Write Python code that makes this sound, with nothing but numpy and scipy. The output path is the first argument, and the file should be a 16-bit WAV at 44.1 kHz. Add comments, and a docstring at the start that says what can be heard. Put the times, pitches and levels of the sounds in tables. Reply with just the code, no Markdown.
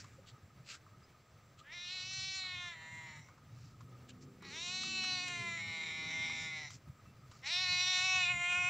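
"""A cat gives three long warning yowls in a garden, close to a hand-held microphone. Pulses from its vocal
folds ring through a moving mouth. Each yowl scoops up, holds and darkens as the mouth closes; the first two
sink and break into a hoarse, creaking lower octave. The hand rumbles and ticks on the microphone's case, and
short grainy scuffs swish nearby. Far off, a motorbike drones, birds chirp and insects buzz over a quiet outdoor
hush."""
import sys
import numpy as np
from scipy import signal
from scipy.fft import rfft, irfft, next_fast_len
from scipy.io import wavfile
from scipy.ndimage import uniform_filter1d, map_coordinates

SR = 44100
rng = np.random.default_rng(int(sys.argv[2]) if len(sys.argv) > 2 else 0)


def persist_wave(psi):
    """Save psi, clipped to +-1, as 16-bit WAV."""
    counts = np.round(np.clip(psi, -1, 1) * 32767).astype(np.int16)
    wavfile.write(sys.argv[1], SR, np.atleast_2d(counts).T)


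N = 383229
T = np.arange(N) / SR
FRAME = 512   # samples over which the mouth holds one shape

# the cat's effort and mouth shape, one table a yowl: (time [s], loudness [dB], opening as brightness [dB],
# mouth resonance [Hz], upper resonance [Hz], nasal level [dB], nasal resonance [Hz], top ring [dB])
MOUTH_SHAPES = [
    [(1.63, -63, -10.5, 1440, 2830, -36, 5000, -42), (1.685, -57.5, -19, 1890, 3340, -44, 5200, -44),
     (1.73, -49.5, -8.5, 2150, 3800, -15, 5470, -33), (1.8, -52.5, 4, 2320, 3850, -11, 5360, -24),
     (1.92, -49, 7.5, 2570, 3980, -6, 5500, -14), (2.08, -50, 3, 2600, 4040, -4, 5630, -12),
     (2.3, -47, 6.5, 2500, 4120, -8, 5760, -12), (2.37, -48.5, 2.5, 2380, 4260, -7, 5870, -7),
     (2.44, -47, 3, 2320, 3900, -14.5, 5900, -15), (2.68, -47.5, -1, 2000, 3450, -15.5, 5760, -24),
     (2.78, -55, -14, 1950, 4000, -32, 5740, -22), (2.95, -50.5, -10.5, 2020, 3850, -24, 5800, -12),
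     (3.08, -52.5, -11, 2060, 4000, -21, 5670, -19), (3.19, -58.5, -12, 2040, 3970, -20, 5700, -11),
     (3.24, -70.5, -10.5, 2080, 4000, -3, 5800, -11), (3.31, -69, -22, 2220, 3970, -15, 5800, -13)],
    [(4.44, -56, -3, 2140, 4000, -14, 5600, -19), (4.51, -55.5, 2, 2220, 4150, -8, 5700, -8),
     (4.56, -49.5, 2.5, 2200, 3500, -4.5, 5600, -12), (4.61, -49.5, 6.5, 2430, 3830, -2, 5770, -3.5),
     (4.68, -46.5, 1, 2580, 3840, -5.5, 5970, -5), (4.84, -46.5, 6, 2580, 3980, -6, 5900, -11),
     (5.0, -42.5, 0.5, 2550, 4040, -10, 5800, -16.5), (5.16, -43.5, 1, 2610, 4080, -13, 6200, -20),
     (5.25, -45.5, -4.5, 2440, 4000, -11, 6100, -10.5), (5.32, -43.5, -9, 2240, 4030, -19, 5950, -12),
     (5.56, -43, -11.5, 2120, 3910, -17, 5960, -18), (5.64, -44, -11, 2170, 3880, -22.5, 5770, -21.5),
     (6.08, -43.5, -6.5, 2186, 3720, -19, 5740, -22), (6.17, -40, -6.5, 2115, 3630, -17, 5740, -23),
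     (6.26, -41.5, -4.5, 2187, 3660, -13.5, 5630, -22), (6.58, -45, -5, 2140, 3820, -15.5, 5760, -18),
     (6.655, -49, -14, 2070, 4000, -15, 5600, -24), (6.7, -58.5, -9, 2080, 3900, -7, 5900, -18)],
    [(7.43, -43, -5.5, 2000, 3620, -11, 5540, -23), (7.475, -43, 1.5, 2290, 4040, -8, 5650, -15),
     (7.54, -40, 9, 2350, 3860, -4, 5350, -25), (7.72, -38.5, 3.5, 2360, 4060, -7.5, 5650, -23),
     (7.85, -38.5, 4.5, 2380, 3880, -7, 5360, -14), (8.1, -35, -8, 2470, 3820, -11, 5700, -21),
     (8.19, -32.5, -8.5, 2590, 3860, -19.5, 5650, -25), (8.26, -35.5, -1.5, 2530, 3600, -14.5, 5760, -18),
     (8.3, -32, -16.5, 2380, 3800, -29, 5740, -22), (8.35, -41, -23, 2180, 3700, -31, 5700, -15.5),
     (8.52, -34, -24.5, 2406, 3900, -25.5, 5770, -19.5), (8.68, -34, -29, 2366, 3860, -25, 5940, -19)],
]
# colour of the hand's rumble: (frequency [Hz], relative level [dB])
RUMBLE_COLOUR = [(20, -42), (32, -46), (50, -18), (80, -3), (115, 1), (150, -3), (200, -11), (300, -19.5),
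                 (600, -50)]
# colour of snaps on the case and of scuffs: (frequency [Hz], relative level [dB])
SCUFF_COLOUR = [(500, -14.5), (1000, -20), (1300, -3.5), (2000, -5.5), (2700, -2.5), (3300, -5.5),
                (4200, -4.5), (5200, -5.5), (6600, -6), (7500, -2), (9000, -29), (14000, -36)]
# colour of the outdoor air: (frequency [Hz], relative level [dB])
HUSH_COLOUR = [(200, 3), (350, 1.5), (600, 3.5), (950, -2), (1100, -0.5), (1450, -2), (1750, -2),
               (2250, -3), (3000, -9), (6400, -10.5), (7400, -32.5), (9000, -21.5), (13000, -28.5),
               (15300, -16)]


def cat(unsteady_db=0.37, low_cut_hz=520):
    """Vocal folds sound through a small mouth, which hardly radiates the fundamental."""
    envelope, doubling, rough = articulation()
    pulses = vocal_folds(doubling, rough)
    voice = reflections(mouth(pulses, doubling, envelope))
    low_cut = signal.butter(4, low_cut_hz, "high", fs=SR, output="sos")
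    voice = rms_one(signal.sosfilt(low_cut, voice))
    # level the voice by its midrange, then ride it along the loudness curve
    midrange = np.sqrt(uniform_filter1d(band(voice, 1490, 3000) ** 2, size=900) + 1e-9)
    loudness_db = in_time(np.vstack(MOUTH_SHAPES))[0] + unsteady_db * drift(10.1)
    return -voice / midrange * envelope * from_db(loudness_db)


def articulation(attack_s=0.052, release_s=0.1, break_s=0.065, slacken_s=0.137,
                 clean_rough=0.035, edge_rough=0.3, broken_rough=0.03, strain_rough=0.018):
    """In a yowl the folds start rough, settle, may break an octave down, and slacken."""
    # the three yowls: (start [s], end [s], time the folds take to settle [s])
    yowls = [(1.62, 3.39, .11), (4.4, 6.78, .125), (7.42, 9.1, .07)]
    # the voice breaks to the lower octave: (start [s], end [s], period doubling [0-1])
    breaks = [(2.72, 3.39, .5), (5.555, 6.78, .9)]
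    # creaks in the voice: (time [s], length [s], added roughness [0-1])
    creaks = [(2.735, .05, .15), (2.93, .2, .03), (3.06, .04, .06), (3.2, .13, .3), (5.43, .24, .04),
              (5.58, .025, .1), (5.72, .03, .11), (5.858, .06, .22), (6.095, .07, .22), (6.32, .13, .17),
              (6.681, .05, .2), (8.01, .18, .025), (8.26, .06, .04)]
    envelope, doubling, rough = np.zeros((3, N))
    for start, end, settle in yowls:
        inside = (T > start) & (T < end)
        age, left = np.maximum(T - start, 0), np.maximum(end - T, 0)
        unsettled = np.exp(-(age / settle) ** 4)
        slack = np.exp(-(left / slacken_s) ** 2)
        envelope += np.minimum(age / attack_s, 1) * np.minimum(left / release_s, 1) ** 2
        doubling += inside * 0.031 * unsettled   # a trace of the lower octave at the onset
        rough += inside * (clean_rough + edge_rough * (unsettled + slack))
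    for start, end, depth in breaks:
        broken = depth * np.clip((T - start) / break_s, 0, 1) * (T < end)
        doubling += broken
        rough += broken_rough * broken
    bright_db = in_time(np.vstack(MOUTH_SHAPES))[1]
    strain = strain_rough * from_db(np.minimum(bright_db, 0))   # a wide-open cry is strained
    creak = sum(more * swell(s, length) for s, length, more in creaks)
    return envelope, doubling, rough + strain + creak


def vocal_folds(doubling, rough, limp_cycles=0.052, limp_strength=0.15, flutter=0.45, shimmer_db=0.84):
    """Sharp, breathy pulses; in a broken voice they limp in uneven pairs, adding the lower octave."""
    # the tune of the cry, one table a yowl: (time [s], pitch [Hz])
    melody = [
        [(1.64, 270), (1.7, 305), (1.745, 355), (1.79, 348), (1.83, 356), (1.87, 352), (1.915, 368),
         (1.95, 371.8), (2.01, 365.1), (2.09, 377.4), (2.36, 380.9), (2.5, 364.7), (2.71, 345.9), (2.76, 322.2),
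         (3.03, 323.9), (3.15, 306.5), (3.3, 290.1)],
        [(4.42, 280), (4.5, 272), (4.55, 313), (4.6, 336), (4.64, 352.5), (4.68, 356), (4.72, 368.7),
         (4.88, 376.5), (5.05, 371.6), (5.3, 356.7), (5.41, 344.4), (5.6, 336.2), (5.72, 327.7), (5.92, 318.8),
         (6.08, 318.8), (6.21, 324.8), (6.5, 319.4), (6.62, 305.5), (6.75, 263.3)],
        [(7.42, 246.6), (7.47, 287.2), (7.52, 350.0), (7.62, 370.9), (7.68, 361.8), (7.85, 364.1),
         (7.91, 370.2), (8.0, 366.3), (8.05, 372.4), (8.19, 368.9), (8.27, 350.2), (8.3, 361.6), (8.37, 349.6),
         (8.52, 356.6), (8.68, 359.6)],
    ]
    # colour of the escaping air: (frequency [Hz], relative level [dB])
    breath_colour = [(500, 2), (2000, -9), (4000, 8), (7000, 11.5), (12000, -23)]
    pitch, = in_time(np.vstack(melody))
    wobble = (.0017 + .0003 * doubling) * drift(12.85)
    waver = .003 * drift(32.0)
    jitter = .022 * rough * drift(156)
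    phase = 2 * np.pi * np.cumsum(pitch * (1 + wobble + waver + jitter)) / SR
    limp = doubling * (1 + 1.4 * rough * drift(90)) * np.cos(phase / 2)   # flips from pulse to pulse
    # rough folds slap out of step; even a clean cry slips a little, blurring its highest overtones
    slip_cycles = (.0018 + .028 * rough) * drift(200)
    phase = phase - 2 * np.pi * (limp_cycles * limp + slip_cycles)
    cycle = np.linspace(0, 2 * np.pi, 4096)
    pulse_shape = np.cos(np.outer(cycle, np.arange(1, 33))).sum(1)   # 32 equal harmonics
    pulses = np.interp(phase % (2 * np.pi), cycle, pulse_shape)
    pulses = rms_one(pulses * (1 + limp_strength * limp)) * (1 + flutter * rough * drift(61))
    puffs = rms_one(noise(breath_colour) * (1 + .5 * np.cos(phase)))   # air escapes once a cycle
    breath = 2 * rough * (1 - .5 * doubling) * puffs
    return (pulses + breath) * from_db(shimmer_db * drift(32))


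def mouth(source, doubling, envelope, lips_shut_db=10, broken_narrowing=0.36, roll_off_hz=8190):
    """Moving resonances; an opening mouth brightens the cry and widens its mouth and nasal peaks."""
    hz, t, frames = signal.stft(source, SR, nperseg=FRAME, nfft=2 * FRAME)
    hz = hz[:, None]
    _, bright_db, mouth_hz, upper_hz, nasal_db, nasal_hz, top_db = in_time(np.vstack(MOUTH_SHAPES), t)
    shut_db = lips_shut_db * (1 - np.interp(t, T, envelope))   # lips nearly shut at a yowl's edges
    bright_db = bright_db - shut_db
    opening = from_db(np.minimum(bright_db, 3))
    broken = np.interp(t, T, doubling)
    damping = 1 - broken_narrowing * broken   # broken folds stay shut longer: narrower resonances
    peaks = [throat(hz, t, bright_db, broken),
             resonance(hz, mouth_hz, damping * (460 + 500 * opening), steep=3.22),
             from_db(bright_db - 1.5) * resonance(hz, upper_hz, damping * 614, steep=1.52),
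             from_db(nasal_db - shut_db) * resonance(hz, nasal_hz, 1360 + 800 * opening, steep=3.9),
             from_db(top_db - shut_db) * resonance(hz, centre_hz=7160, width_hz=243, steep=0.91)]
    colour = np.sqrt(sum(peak ** 2 for peak in peaks))
    roll_off = np.maximum(1 / np.sqrt(1 + (hz / roll_off_hz) ** 20), .02)
    return ring_out(frames, colour * side_cavities(hz, opening) * roll_off * overtone_flutter(hz, t))


def throat(hz, t, bright_db, broken, broken_db=-7, ring_width_hz=490):
    """The throat's share of the tone grows as the mouth opens and thins as the voice breaks."""
    # the throat's own colour: (frequency [Hz], relative level [dB])
    colour = [(200, -48), (370, -26.5), (520, -21), (700, -9.5), (1100, -8), (1450, -7), (2000, -5.5),
              (3000, -4.5), (4800, -29), (8000, -36.5), (9500, -53), (13000, -82.5)]
    # its low resonance stands out as the mouth closes: (time [s], centre [Hz], lift [dB])
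    low_ring = [(1.7, 1130, -3.5), (2.6, 1040, 1.5), (2.8, 940, 9), (3.2, 920, 15), (4.5, 860, 6),
                (5.5, 770, 5.5), (5.8, 790, 4), (6.7, 790, 11), (7.4, 794, 4.5), (8.6, 730, 4)]
    ring_hz, lift_db = in_time(low_ring, t)
    ring_db = lift_db * resonance(hz, ring_hz, ring_width_hz, steep=2.7)
    share_db = -8 + 0.12 * bright_db + broken_db * broken
    return from_db(share_db + ring_db) * gain_at(colour, hz)


def side_cavities(hz, opening, notch_hz=6520):
    """Side cavities swallow bands of the voice; an opening mouth partly fills the deepest notch."""
    # the nose hollows the tone between resonances: (centre [Hz], width [Hz], depth [0-1])
    hollows = [(3320, 440, 0.08), (5120, 540, 0.21)]
    notch_depth = 0.95 - 0.13 * opening
    gain = 1 - notch_depth * resonance(hz, notch_hz, width_hz=470, steep=5.6)
    for centre_hz, width_hz, depth in hollows:
        gain = gain * (1 - depth * resonance(hz, centre_hz, width_hz, steep=3))
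    return gain


def overtone_flutter(hz, t, depth_db=2.0):
    """The cry's overtones flutter in strength, most in the treble."""
    flutter = rng.standard_normal((len(hz), len(t)))
    for _ in range(2):
        flutter = uniform_filter1d(flutter, size=9, axis=0)   # smooth across frequency
        flutter = uniform_filter1d(flutter, size=17, axis=1)   # and across time
    return from_db(depth_db * np.clip(hz / 4000, .6, 1.3) * rms_one(flutter))


def ring_out(frames, gain):
    """Minimum-phase filtering: each resonance rings after the pulse that strikes it."""
    cepstrum = irfft(np.log(gain), axis=0)
    cepstrum[1:FRAME] *= 2
    cepstrum[FRAME + 1:] = 0
    rings = irfft(frames * np.exp(rfft(cepstrum, axis=0)), axis=0)
    hop = FRAME // 2
    voice = np.zeros(N + 4 * FRAME)
    for k, ring in enumerate(rings.T):
        voice[k * hop:k * hop + 2 * FRAME] += ring
    return voice[hop:hop + N]


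def sizzle(voice, level_db=-72):
    """A faint top fizz rides on the brightest part of the cry."""
    edge = uniform_filter1d(band(voice, 4500, 6500) ** 2, size=2000)
    return from_db(level_db) * edge / edge.max() * band_noise(13000, 16500)


def reflections(voice, sway_hz=3.12):
    """Reflections shift as the microphone is carried, so each overtone swells and sinks on its own."""
    # bounces off the path and kerb: (delay [s], sway [s], gain [dB])
    bounces = [(.0021, .00011, -16), (.0047, .00016, -17), (.0083, .00022, -19)]
    echoes = np.zeros(N)
    for delay, sway, db in bounces:
        delayed_s = T - delay - sway * drift(sway_hz)
        echoes += from_db(db) * map_coordinates(voice, [delayed_s * SR], order=2)
    return voice + echoes


def garden(voice, wet_db=-22, t60_s=0.26):
    """Walls and trees scatter a faint, short tail behind the voice."""
    t = T[:SR // 2]
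    scatter = band(rng.standard_normal(len(t)), 1100, 3450) * from_db(-60 * t / t60_s) * (t > .008)
    tail = signal.fftconvolve(voice, scatter / np.linalg.norm(scatter))[:N]
    return voice + from_db(wet_db) * tail


def rumble_and_bumps(trim_db=0.5, lumps_db=3.0):
    """A lumpy hand rumble and soft bumps, with a faint short hoot and a brief low hum."""
    # the rumble's rise and fall: (time [s], relative level [dB])
    handling = [(0.0, -62), (1.46, -66.5), (3.12, -58), (3.43, -61.5), (3.58, -56.5), (4.42, -65.5),
                (5.69, -60), (5.74, -69), (6.02, -59.5), (6.86, -61.5), (6.89, -55), (6.94, -60.5),
                (7.49, -62.5), (7.71, -51), (7.85, -60.5), (8.35, -51), (8.45, -61.5), (8.62, -53)]
    # the hoot, soft bumps and low hum: (time [s], pitch [Hz], length [s], peak [dB])
    short_tones = [(0.192, 536, 0.01, -54), (0.338, 118, 0.02, -47.5), (.605, 136, 0.014, -46.5),
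                   (2.19, 120, 0.014, -49.5), (3.6, 120, 0.15, -52), (3.886, 122.7, 0.32, -53.5),
                   (5.41, 124.3, 0.035, -46), (6.9, 106, 0.012, -39.5)]
    rumble_db, = in_time(handling)
    lumpy = rms_one(noise(RUMBLE_COLOUR) * from_db(lumps_db * drift(8.1)))
    tones = sum(from_db(db) * swell(s, length) * np.sin(2 * np.pi * hz * (s - T))
                for s, hz, length, db in short_tones)
    return from_db(rumble_db + trim_db) * lumpy + tones


def ticks(snap_trim_db=5.0, knock_trim_db=2.5, snap_t60_s=0.0637, knock_t60_s=0.077):
    """Each tick is a brief snap and a knock in the case's resonance."""
    # ticks of the case: (time [s], relative snap level [dB], relative knock level [dB])
    hits = [(0.042, -64, -57.5), (0.864, -84, -61), (2.134, -54.5, -73), (2.439, -66, -59),
            (3.287, -75.5, -59), (3.379, -76, -60.5), (3.807, -67.5, -59.5), (4.092, -60.5, -86),
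            (4.424, -70, -56), (4.834, -49, -52), (5.039, -48, -52.5), (5.281, -48, -65),
            (6.297, -65, -52.5), (6.705, -55, -61), (6.885, -82, -67), (7.314, -63, -59.5)]
    snap, knock = np.zeros((2, N))
    for s, snap_db, knock_db in hits:
        at = int(s * SR)
        age = T[:N - at]
        snap[at:] += from_db(snap_db + snap_trim_db - 60 * np.minimum(age / snap_t60_s, 2))
        knock[at:] += from_db(knock_db + knock_trim_db - 60 * np.minimum(age / knock_t60_s, 2))
    return snap * noise(SCUFF_COLOUR) + knock * band_noise(1000, 1350)


def scuffs(grain_db=2.5, ring_share=0.77):
    """Short grainy scuffs swish nearby, each with its own resonance."""
    # scuffs: (time [s], length [s], level [dB], resonance [Hz])
    bursts = [(.008, 0.023, -55, 5550), (0.05, 0.19, -67, 1910), (0.29, 0.029, -57, 3870),
              (0.707, 0.048, -53.5, 4420), (0.71, 0.051, -54.5, 2620), (0.753, 0.033, -57.5, 1580),
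              (1.596, 0.019, -59, 3560), (3.635, 0.14, -69, 5230), (4.101, 0.021, -59.5, 3360),
              (4.23, 0.025, -63, 5500), (6.738, 0.045, -56.5, 5860), (7.36, 0.1, -67.5, 5440)]
    grit = noise(SCUFF_COLOUR) * from_db(grain_db * drift(250))
    swishes = np.zeros(N)
    for s, length, db, hz in bursts:
        ring = rms_one(band(grit, hz / 1.34, hz * 1.26))
        swishes += from_db(db) * swell(s, length) * rms_one(grit + ring_share * ring)
    return swishes


def motorbike(trim_db=-4.5, fading_db=6.0, roar_db=-3, drone_trim_db=-4.0, surge_db=2.0):
    """Distance smears the engine's firings into a comb of low lines that fade in and out."""
    # the engine idles, fades and returns: (time [s], firing rate [Hz], relative level [dB])
    engine = [(3.4, 28, -76), (3.9, 28, -66), (4.1, 28, -58), (4.5, 28.1, -57.5), (4.9, 28.15, -57),
              (5.3, 28.1, -56), (5.65, 27.95, -56.5), (5.85, 27.7, -59), (6.25, 27.2, -56),
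              (6.5, 26.6, -63), (6.8, 26, -72), (7.6, 25, -78), (8.6, 27.3, -63.5)]
    # colour of the exhaust: (frequency [Hz], relative level [dB])
    exhaust = [(60, -12), (110, -0.5), (145, 1.5), (185, 2.5), (230, 0), (290, -3), (350, -2.5),
               (430, -5.5), (520, -9.5), (700, -40)]
    # single lines swell for a while: (time [s], length [s], harmonic [number], relative peak [dB])
    line_swells = [(4.19, 0.26, 9, -57), (4.252, 0.083, 5, -49), (4.444, 0.41, 14, -63.5),
                   (4.72, 0.27, 6, -56), (4.944, 0.26, 8, -50), (5.204, 0.42, 10, -59.5),
                   (5.353, 1, 5, -57.5), (5.52, 0.29, 4, -50.5), (5.6, 0.37, 7, -56.5),
                   (6.12, 0.28, 6, -53.5), (6.14, 0.2, 10, -57.5), (6.268, 0.25, 9, -53),
                   (6.458, 0.21, 5, -53.5)]
    rate, engine_db = in_time(engine)
    phase = 2 * np.pi * np.cumsum(rate) / SR
    lines, drones = np.zeros((2, N))
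    for k in range(3, 23):
        gain = gain_at(exhaust, k * rate.mean()) * from_db(fading_db * drift(4.4))
        lines += gain * np.sin(k * phase + 2 * np.pi * rng.random())
    for s, length, k, db in line_swells:
        gain = from_db(db + drone_trim_db) * swell(s, length)
        drones += gain * np.sin(k * phase + 2 * np.pi * rng.random())
    level = from_db(engine_db + trim_db + surge_db * drift(3.8))
    roar = from_db(roar_db) * noise(exhaust)
    return level * (rms_one(lines) + roar) + drones


def birds():
    """Far birds give short, faint whistles."""
    # chirps: (time [s], pitch [Hz], glide [Hz/s], length [s], peak [dB])
    chirps = [(1.043, 5000, 8000, 0.018, -66), (7.092, 2670, 0, 0.046, -71.5),
              (7.2, 4800, -1500, 0.03, -77)]
    whistles = np.zeros(N)
    for s, hz, glide, length, db in chirps:
        phase = 2 * np.pi * (hz + glide * (T - s) / 2) * (T - s)
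        whistles += from_db(db) * swell(s, length) * np.sin(phase)
    return whistles


def insects(level_db=-83, centre_hz=7450, throb_db=1.5):
    """Far insects merge into a thin, gently throbbing band."""
    return from_db(level_db - throb_db * drift(13)) * band_noise(centre_hz / 1.04, centre_hz * 1.04)


def hush(level_db=-68, waver_db=1.1, ring_db=-73, ring_hz=1250, flicker_db=5.0):
    """Quiet outdoor hush, with a faint flickering ring from the microphone's case."""
    case_ring = rms_one(band_noise(ring_hz / 1.04, ring_hz * 1.04) * from_db(flicker_db * drift(15.4)))
    air = from_db(level_db + waver_db * drift(8.5)) * noise(HUSH_COLOUR)
    return air + from_db(ring_db) * case_ring


def from_db(db):
    return 10 ** (np.asarray(db) / 20)


def rms_one(x):
    return x / np.sqrt(np.mean(x ** 2) + 1e-20)


def in_time(rows, t=T):
    """The columns of a curve table at times t."""
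    times, *columns = np.transpose(rows)
    return [np.interp(t, times, column) for column in columns]


def gain_at(colour, hz):
    """A colour table's gain at any frequency."""
    knots, db = np.transpose(colour)
    return from_db(np.interp(np.log(hz + 1), np.log(knots), db))


def noise(colour):
    """Coloured noise, rms 1."""
    size = next_fast_len(N, real=True)
    spectrum = rfft(rng.standard_normal(size)) * gain_at(colour, np.fft.rfftfreq(size, 1 / SR))
    return rms_one(irfft(spectrum, size)[:N])


def band(x, low_hz, high_hz):
    return signal.sosfilt(signal.butter(2, [low_hz, high_hz], "band", fs=SR, output="sos"), x + 1e-18)


def band_noise(low_hz, high_hz):
    return rms_one(band(rng.standard_normal(N), low_hz, high_hz))


def drift(rate_hz):
    """Random wavering up to about rate_hz, rms 1."""
    low_pass = signal.butter(2, rate_hz, fs=SR, output="sos")
    return rms_one(signal.sosfilt(low_pass, rng.standard_normal(N)))


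def resonance(hz, centre_hz, width_hz, steep):
    """Gain of a resonance, 1 on top."""
    return (1 + (2 * (hz - centre_hz) / width_hz) ** 2) ** (-steep / 2)


def swell(centre_s, length_s):
    """A bell-shaped envelope."""
    return np.exp(-np.minimum((2 * (T - centre_s) / length_s) ** 2 / 2, 50))


def scene(side_hiss_db=-86, side_rumble_db=-106.5, side_hush_db=-85):
    """Everything sits in the centre; a trace of hiss, rumble and hush adds width."""
    voice = garden(cat())
    side = from_db(side_hiss_db) * rng.standard_normal(N)
    side += from_db(side_rumble_db) * noise(RUMBLE_COLOUR)
    side += from_db(side_hush_db) * noise(HUSH_COLOUR)
    mid = voice + sizzle(voice) + rumble_and_bumps() + motorbike() + ticks() + scuffs()
    mid += birds() + insects() + hush()
    return np.array([mid + side, mid - side])


def record(dry, cutoff_hz=15600):
    """A steep low-pass cuts the very top."""
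    return signal.sosfilt(signal.ellip(12, .1, 80, cutoff_hz, fs=SR, output="sos"), dry)


dry = scene()
out = record(dry)
persist_wave(out)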